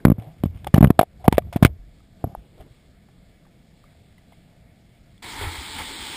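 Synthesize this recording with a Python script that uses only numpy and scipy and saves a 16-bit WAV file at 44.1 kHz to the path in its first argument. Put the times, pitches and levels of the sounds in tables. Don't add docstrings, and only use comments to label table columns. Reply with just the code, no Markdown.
import sys
import numpy as np
from scipy import signal
from scipy.fft import rfft, irfft
from scipy.io import wavfile
from scipy.ndimage import uniform_filter1d

SR = 44100
rng = np.random.default_rng(int(sys.argv[2]) if len(sys.argv) > 2 else 0)


def ratio(d):
    e = np.asarray(d, float) / 20
    return 10 ** e


def store_pcm(level_fs):
    pcm = np.round(np.clip(level_fs, -1, 1) * 32767).astype(np.int16)
    wavfile.write(sys.argv[1], SR, np.atleast_2d(pcm).T)


N = 271656
CHANGE_S = 5.221


def level(x, db=0):
    return x * ratio(db) / np.sqrt(np.mean(x ** 2))


def pole_pair(x, hz, q, band):
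    w = 2 * np.pi * hz
    top = [w / q, 0] if band else [1, 0, 0]
    return signal.lfilter(*signal.bilinear(top, [1, w / q, w * w], SR), x)


def walk(rate_hz):
    k = int(SR / rate_hz)
    steps = np.repeat(rng.standard_normal(N // k + 1), k)
    return uniform_filter1d(uniform_filter1d(steps, k), k)[:N]


def colour(points, peaks, lift_db):
    hz = np.fft.rfftfreq(N, 1 / SR) + 1
    centre_hz, db = np.transpose(points)
    bumps = sum(1 / (1 + (2 * (hz - f) / width) ** 2) for f, width, _ in peaks)
    smooth_db = np.interp(np.log(hz), np.log(centre_hz), db, right=-90)
    return hz, ratio(smooth_db + lift_db * bumps)


def wash(hz, gain, swell_db, flicker_db, flicker_hz):
    spectrum = rfft(rng.standard_normal(N)) * gain
    swell = swell_db * walk(1.3)
    out = 0
    for k in range(8, 27):
        mask = np.clip(1 - abs(2 * np.log2(hz) - k), 0, 1)
        out = out + irfft(spectrum * mask, N) * ratio(swell + flicker_db * walk(flicker_hz))
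    return level(out)


def swells(t, events):
    rise_db_per_s, fall_db_per_s = 149, 131
    gain = 0
    for s, hold_s, db in events:
        early_s, late_s = np.maximum(s - t, 0), np.maximum(t - s - hold_s, 0)
        gain = gain + ratio(db - rise_db_per_s * early_s - fall_db_per_s * late_s)
    return gain


def add(out, s, x):
    i = int(s * SR)
    out[i:i + len(x)] += x[:N - i]


# centre [Hz], level [dB per Hz]
WEIR = [(12, -37), (20, -11), (81, -2), (144, -10.5), (183, -11.5), (274, -10), (645, -15), (879, -2.5),
        (1040, -9), (1520, -9), (2220, -5.5), (2690, -12.5), (3410, -7.5), (5490, -14.5), (5900, -15),
        (7670, -54.5), (13000, -120)]
# centre [Hz], width [Hz], level [dB], level unused
WEIR_CASE = [(310, 100, -3), (896, 52, 0), (2180, 280, -2), (3300, 520, -1)]
# start_s [s], half_length_s [s], surge_db [dB]
SURGES = [
    (5.437, 0.064, 9.5),
    (5.555, 0.0085, 5),
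    (5.588, 0.014, -1),
    (5.803, 0.03, 9),
    (6.026, 0.023, 2.5),
    (6.15, 0.033, 1),
]


def weir(t):
    surge_db = sum(db * np.exp(-((t - s) / half_s) ** 2) for s, half_s, db in SURGES)
    hz, gain = colour(WEIR, WEIR_CASE, lift_db=4)
    low = 1 / (1 + (hz / 140) ** 4)
    mid = 1 / (1 + (hz / 580) ** 6)
    high = 1 / (1 + (2300 / hz) ** 4)
    gurgle_db = -47.5 + 0.62 * surge_db
    rush_db = -40 + 0.16 * surge_db + 5.5 * (t - CHANGE_S)
    spray_db = -41.5 + surge_db
    buffet_db = -48 + 0.78 * surge_db
    gurgle = ratio(gurgle_db) * wash(hz, gain * mid * (1 - low), 0.6, 1.1, 30)
    rush = ratio(rush_db) * wash(hz, gain * high, 0.41, 3.3, 25)
    spray = ratio(spray_db) * wash(hz, gain * (1 - high) * (1 - mid), 0.48, 0.9, 30)
    buffet = ratio(buffet_db) * wash(hz, gain * low, .5, 3.9, 9.6)
    return rush + spray + buffet + gurgle


# start_s [s], level_db [dB], pitch_hz [Hz], t60_s [s]
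SLAPS = [
    (5.418, -26, 84, 0.087),
    (5.412, -29.5, 404, 0.12),
    (5.448, -25, 80, 0.12),
    (5.47, -23.5, 83, 0.16),
    (5.584, -32, 64.5, 0.13),
    (5.76, -37, 256, .1),
]


def slaps(t):
    out, t = np.zeros(N), t[:9000]
    for s, db, hz, t60_s in SLAPS:
        add(out, s, ratio(db) * np.sin(2 * np.pi * hz * t) * 1000 ** (-t / t60_s))
    return out


# centre [Hz], level [dB per Hz]
RIVER = [(12, -39), (20, -4), (87, -2), (114, -3), (179, -3), (382, -19), (661, -19), (1010, -32),
         (1420, -29), (2220, -28.5), (2450, -31), (4990, -30.5), (5900, -32.5), (7670, -74.5),
         (13000, -120)]
# centre [Hz], width [Hz], level [dB], level unused
CASE = [(690, 49, 0), (1200, 22, -10), (1720, 27, -10), (2201, 300, -8), (3413, 240, -12)]


def river(blows):
    river_db, recovery_s, duck_level = -52.5, .09, 0.12
    keep = np.exp(-1 / (recovery_s * SR))
    heard = signal.lfilter([1 - keep], [1, -keep], np.minimum(abs(blows), 1))
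    current = wash(*colour(RIVER, CASE, lift_db=4.5), 0.4, 2.074, 16)
    return ratio(river_db) * current / (1 + heard / duck_level)


# start_s [s], hold_s [s], level_db [dB]
EDDIES = [
    (-.1, .02, -37),
    (0.186, .02, -44.5),
    (0.474, .22, -38.5),
    (0.879, .13, -44.5),
    (1.14, .1, -55.5),
    (1.317, .03, -32.5),
    (1.455, .25, -36),
    (2.343, .55, -59),
]


def eddies(t):
    rumble = pole_pair(pole_pair(rng.standard_normal(N), 75, 1.2, True), 70, .8, True)
    return level(rumble * ratio(6 * walk(30))) * swells(t, EDDIES)


# start_s [s], hold_s [s], level_db [dB]
SLOSHES = [
    (.03, 0.22, -51.5),
    (.65, .01, -65.5),
    (.85, 0.0045, -41.5),
    (1.24, 0.022, -60),
    (1.58, 0.11, -53),
    (2.27, .06, -54),
    (2.6, 0.016, -54),
]


def sloshes(t):
    slosh = pole_pair(pole_pair(rng.standard_normal(N), 390, 0.92, True), 280, 0.96, True)
    return level(slosh * ratio(5 * walk(49))) * swells(t, SLOSHES)


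# start_s [s], level_db [dB], pitch_hz [Hz], t60_s [s]
ROCKING = [(0.138, -28, 100, .1), (0.191, -29.5, 111.6, 0.26), (0.465, -24, 90.3, 0.36),
           (1.34, -24, 84.7, 0.58), (1.67, -22.5, 85.7, 0.22), (1.394, -29, 92, 0.16),
           (1.439, -34, 95, 0.18), (1.701, -28.5, 84.5, 0.22), (1.79, -35.5, 48.1, 0.65),
           (2.375, -31.5, 53.7, 0.18), (2.601, -35.5, 59.3, 0.16), (0.272, -36, 140, 0.29)]


def rocking():
    out, t = np.zeros(N), np.arange(SR // 2) / SR
    wander = 1 + .25 * walk(40)
    for s, db, hz, t60_s in ROCKING:
        turns = np.cumsum(hz * wander[int(s * SR):][:len(t)]) / SR
        add(out, s, -ratio(db) * np.sin(2 * np.pi * turns) * 1000 ** (-t / t60_s))
    return out


# centre [Hz], level [dB per Hz]
GRIT = [(150, -20.5), (600, 0.5), (1500, -7), (3000, -7), (4500, -16), (5800, -11)]


def grit():
    unevenness_db = 5.6 * rng.standard_normal(N // 40 + 1).repeat(40)[:N]
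    clicks = rng.standard_normal(N) * ratio(unevenness_db)
    _, gain = colour(GRIT, CASE, lift_db=7)
    return level(irfft(rfft(clicks) * gain, N))


# start_s [s], length_s [s], grit_db [dB], hum_db [dB]
SCRAPES = [(0.184, 0.0065, -55, -48), (0.186, 0.17, -59.5, -50.5), (.307, 1, -66.5, -84.5),
           (0.452, 0.017, -51, -50), (.537, 0.085, -63, -70), (0.645, 0.005, -37, -44.5),
           (0.669, 0.011, -31.5, -25), (0.754, 0.017, -33.5, -30), (1.011, .012, -32, -42),
           (1.026, 0.014, -38.5, -38.5), (1.192, 0.062, -68.5, -53.5), (1.242, .025, -45.5, -30),
           (1.314, 0.0047, -48, -57.5), (1.3245, 0.01, -23.5, -22.5), (1.337, 0.026, -41, -49),
           (1.371, 0.014, -45.5, -48), (1.469, .03, -65, -58), (1.526, 0.023, -36, -41),
           (1.559, 0.018, -34, -28.5), (1.6262, 0.012, -19.5, -27.5), (1.6496, .0021, -1, -33),
           (1.651, 0.015, -20.5, -32), (1.667, 0.017, -50, -43.5), (2.249, 0.14, -77, -55),
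           (2.578, 0.02, -67.5, -52), (2.598, 0.038, -54.5, -52), (4.124, 0.014, -65, -68.5),
           (4.321, 0.0077, -55.5, -48.5)]
# start_s [s], grit_db [dB]
SKIDS = [
    (.4365, -35),
    (.746, -28),
    (.775, -34),
    (.784, -36.5),
    (.81, -33),
    (.827, -28),
    (0.8418, -30.5),
    (.905, -33.5),
    (.996, -22.5),
    (1.2795, -21.5),
]


def scrapes(rough):
    skid_s, skid_hum_db = .006, -32.5
    hum = level(pole_pair(pole_pair(rng.standard_normal(N), 705, 8, True), 690, 2.0, True))
    out = np.zeros(N)
    skids = [(s, skid_s, db, skid_hum_db) for s, db in SKIDS]
    for s, length_s, grit_db, hum_db in list(SCRAPES) + skids:
        t = np.arange(int((length_s + .02) * SR)) / SR
        onset = np.minimum(t / (0.068 * length_s), 1)
        release = np.exp(-np.maximum(t - 0.55 * length_s, 0) / (.25 * length_s))
        i = int(s * SR)
        drag = ratio(grit_db) * rough[i:i + len(t)] + ratio(hum_db) * hum[i:i + len(t)]
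        add(out, s, onset * release * drag)
    return out


def soften(rough):
    return level(pole_pair(pole_pair(rough, 1150, 0.97, True), 1150, 0.97, True))


# start_s [s], level_db [dB], pitch_hz [Hz], decay_ms [ms]
TICKS = [(1.314, -44, 1900, 1.5), (1.371, -31, 2140, 1.9), (1.421, -48, 1170, 4.3), (1.553, -45, 3480, 1.8),
         (1.657, -23.5, 2018, 3.1), (2.004, -52, 1277, 3.55), (3.086, -49, 797, 4.5),
         (3.452, -52.5, 1154, 4.4), (3.466, -50, 815, 3.9), (3.84, -45, 1197, 3.67),
         (3.95, -50.5, 669, 4.8), (4.18, -48.5, 2010, 4.75), (4.324, -51.5, 804, 1.6),
         (4.33, -49, 2115, 4.7), (5.179, -46, 3400, 1.9), (.002, -45, 1618, 3), (0.872, -29.5, 2930, 1.8),
         (1.28, -24, 2790, 1.8), (.744, -13, 2920, 2.04)]


def ticks(dull):
    out, ms = np.zeros(N), np.arange(2000) / SR * 1000
    for s, db, hz, decay_ms in TICKS:
        swing = np.exp(-ms / decay_ms) * (1 - np.exp(-ms / 0.38))
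        roughness = 1 + .5 * dull[int(s * SR):][:len(ms)]
        add(out, s, ratio(db) * np.sin(2 * np.pi * hz * ms / 1000) * swing * roughness)
    return out


# start_s [s], push [full scale], contact_ms [ms]
THUDS = [(.0683, 1.1, 4.6), (.082, 1.05, 4.6), (.0996, 1.5, 4.6), (.1177, 1.23, 4.7), (.1826, .24, 6.2),
         (.4368, .84, 4.1), (.4563, .56, 5.7), (.7408, 2.92, 5.9), (.7585, -.55, 6), (.7797, 1.84, 4.3),
         (.8553, 1.08, 6.2), (.8714, 1.09, 6.6), (1.338, -.12, 7), (1.5598, .77, 4.2), (1.6515, -1.2, 7),
         (2.254, .05, 6), (2.262, .08, 6), (2.271, .14, 6), (2.295, .06, 8), (2.326, .04, 8)]
# start_s [s], push [full scale], contact_ms [ms], ring [full scale], ring_hz [Hz]
KNOCKS = [(.0511, 4.09, 3.6, .01, 713), (.6685, -.12, 1.2, .19, 745), (.764, .37, 2.9, .3, 760),
          (.8072, 2.01, 4.5, .18, 802), (.8269, 3.17, 4.8, .6, 656), (.8413, 3.68, 5.1, .54, 778),
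          (.9034, 2.08, 3.3, .42, 686), (.9916, 1.87, 3.1, .01, 693), (1.0115, .49, 1.3, 1.1, 716),
          (1.03, .18, 1.3, .47, 722), (1.2791, 2.12, 5.8, 1.6, 834), (1.2796, -2, 2.4, .1, 700),
          (1.2808, 2.2, 3.2, .1, 700), (1.325, -.61, 2.7, .34, 913), (1.3814, -3.11, .3, 2.8, 624),
          (1.6255, 3.2, 4.7, .7, 682), (1.6486, 2.73, 3.3, 1.0, 617), (2.2402, .4, 3.4, .01, 700),
          (2.2411, .52, 6.7, .27, 690)]
# start_s [s], ring [full scale], ring_hz [Hz], decay_ms [ms]
TAPS = [
    (.646, .03, 800, 2),
    (.0511, 2.5, 680, 1.2),
    (.9916, 3, 693, 2.7),
    (.672, .1, 700, 3),
    (.7755, .1, 750, 2.5),
    (.9929, 1.6, 720, 1.8),
    (1.3835, .25, 720, 4.5),
    (2.3498, .18, 788, 1.9),
    (2.605, .02, 650, 5),
    (2.609, .014, 380, 6),
]


def contacts():
    thuds = [(s, push, c, .36 * push * (5.5 / c) ** 2, 533, 0.88) for s, push, c in THUDS]
    hard = [(s, push, c, ring, hz, 3.4 / (1 + 0.41 * ring)) for s, push, c, ring, hz in KNOCKS]
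    taps = [(s, 0, 1, ring, hz, decay_ms) for s, ring, hz, decay_ms in TAPS]
    return thuds + hard + taps


def knocks(rough, dull):
    flex_hz, flex_q = 285, .44
    lag_ms, rise_ms = .2, .6
    upper_hz, upper_db, upper_decay_ms = 1014, -12.5, 1
    flex, out, ms = np.zeros(N), np.zeros(N), np.arange(2000) / SR * 1000
    for s, push, contact_ms, ring, hz, decay_ms in contacts():
        i = int(s * SR)
        add(flex, s, -push * np.sin(np.pi * ms / contact_ms) ** 2 * (ms < contact_ms))
        t_ms = np.maximum(ms - lag_ms, 0)
        rise = 1 - np.exp(-(t_ms / rise_ms) ** 1.5)
        upper = np.sin(2 * np.pi * upper_hz * t_ms / 1000) * rise * np.exp(-t_ms / upper_decay_ms)
        add(out, s, np.tanh(ring) * ratio(upper_db) * upper)
        swing = rise * (np.exp(-t_ms / decay_ms) - ratio(-33.0) * np.exp(-t_ms / 8))
        add(out, s, ring * np.sin(2 * np.pi * hz * t_ms / 1000) * swing)
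        touch = (t_ms > 0) * np.exp(-t_ms / 2.4)
        release = .5 * np.exp(-((ms - contact_ms) / 1.9) ** 2)
        add(out, s, ratio(-40.0) * abs(push) ** 2.44 * (touch + release) * dull[i:][:len(ms)])
        hard_edge = (t_ms > 0) * np.exp(-t_ms / 2.3) * rough[i + len(ms):][:len(ms)]
        add(out, s, ratio(-28.5) * abs(ring) ** 1.9 * hard_edge)
    return pole_pair(flex, flex_hz, flex_q, True) + out


def scene():
    mic_hz, mic_q = 44, .49
    t = np.arange(N) / SR
    rough = grit()
    dull = soften(rough)
    struck = pole_pair(knocks(rough, dull) + ticks(dull), mic_hz, mic_q, False)
    blows = struck + scrapes(rough) + rocking()
    under = blows + eddies(t) + sloshes(t) + river(blows)
    above = np.clip((t - CHANGE_S) / 0.0065, 0, 1)
    return (under * (1 - above) + (weir(t) + slaps(t)) * above)[None]


def thin(x, mask_db):
    hz, _, z = signal.stft(x, SR, nperseg=2048)
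    power = uniform_filter1d(abs(z) ** 2, size=10, axis=1)
    around = uniform_filter1d(power, size=200, axis=1)
    limit_db = mask_db + 5.5 * np.clip(hz / 4000 - 2, 0, 1)[:, None]
    keep = (power > around * ratio(2 * limit_db)) | (hz < 5000)[:, None]
    keep |= power.sum(axis=1, keepdims=True) > ratio(-50)
    return signal.istft(z * keep, SR, nperseg=2048)[1][:, :N]


def low_pass(x):
    return signal.sosfilt(signal.butter(12, 16470, fs=SR, output="sos"), x)


def record(dry):
    edge_hz, hold_hz, out_hz = 5700, 12000, 48000
    x = signal.sosfiltfilt(signal.butter(4, edge_hz, fs=SR, output="sos"), dry)
    slow = signal.resample_poly(x, hold_hz, SR, axis=1, window=("kaiser", 3.))
    slow = np.clip(slow, -1.1, 1.1)
    held = np.repeat(slow, out_hz // hold_hz, axis=1)
    held = signal.resample_poly(held, SR, out_hz, axis=1)[:, :N]
    edged = signal.sosfiltfilt(signal.ellip(8, .1, 40, 15200, fs=SR, output="sos"), held)
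    mix = np.clip(thin(edged, mask_db=-13), -1, 1)
    return low_pass(mix)


dry = scene()
out = record(dry)
store_pcm(out)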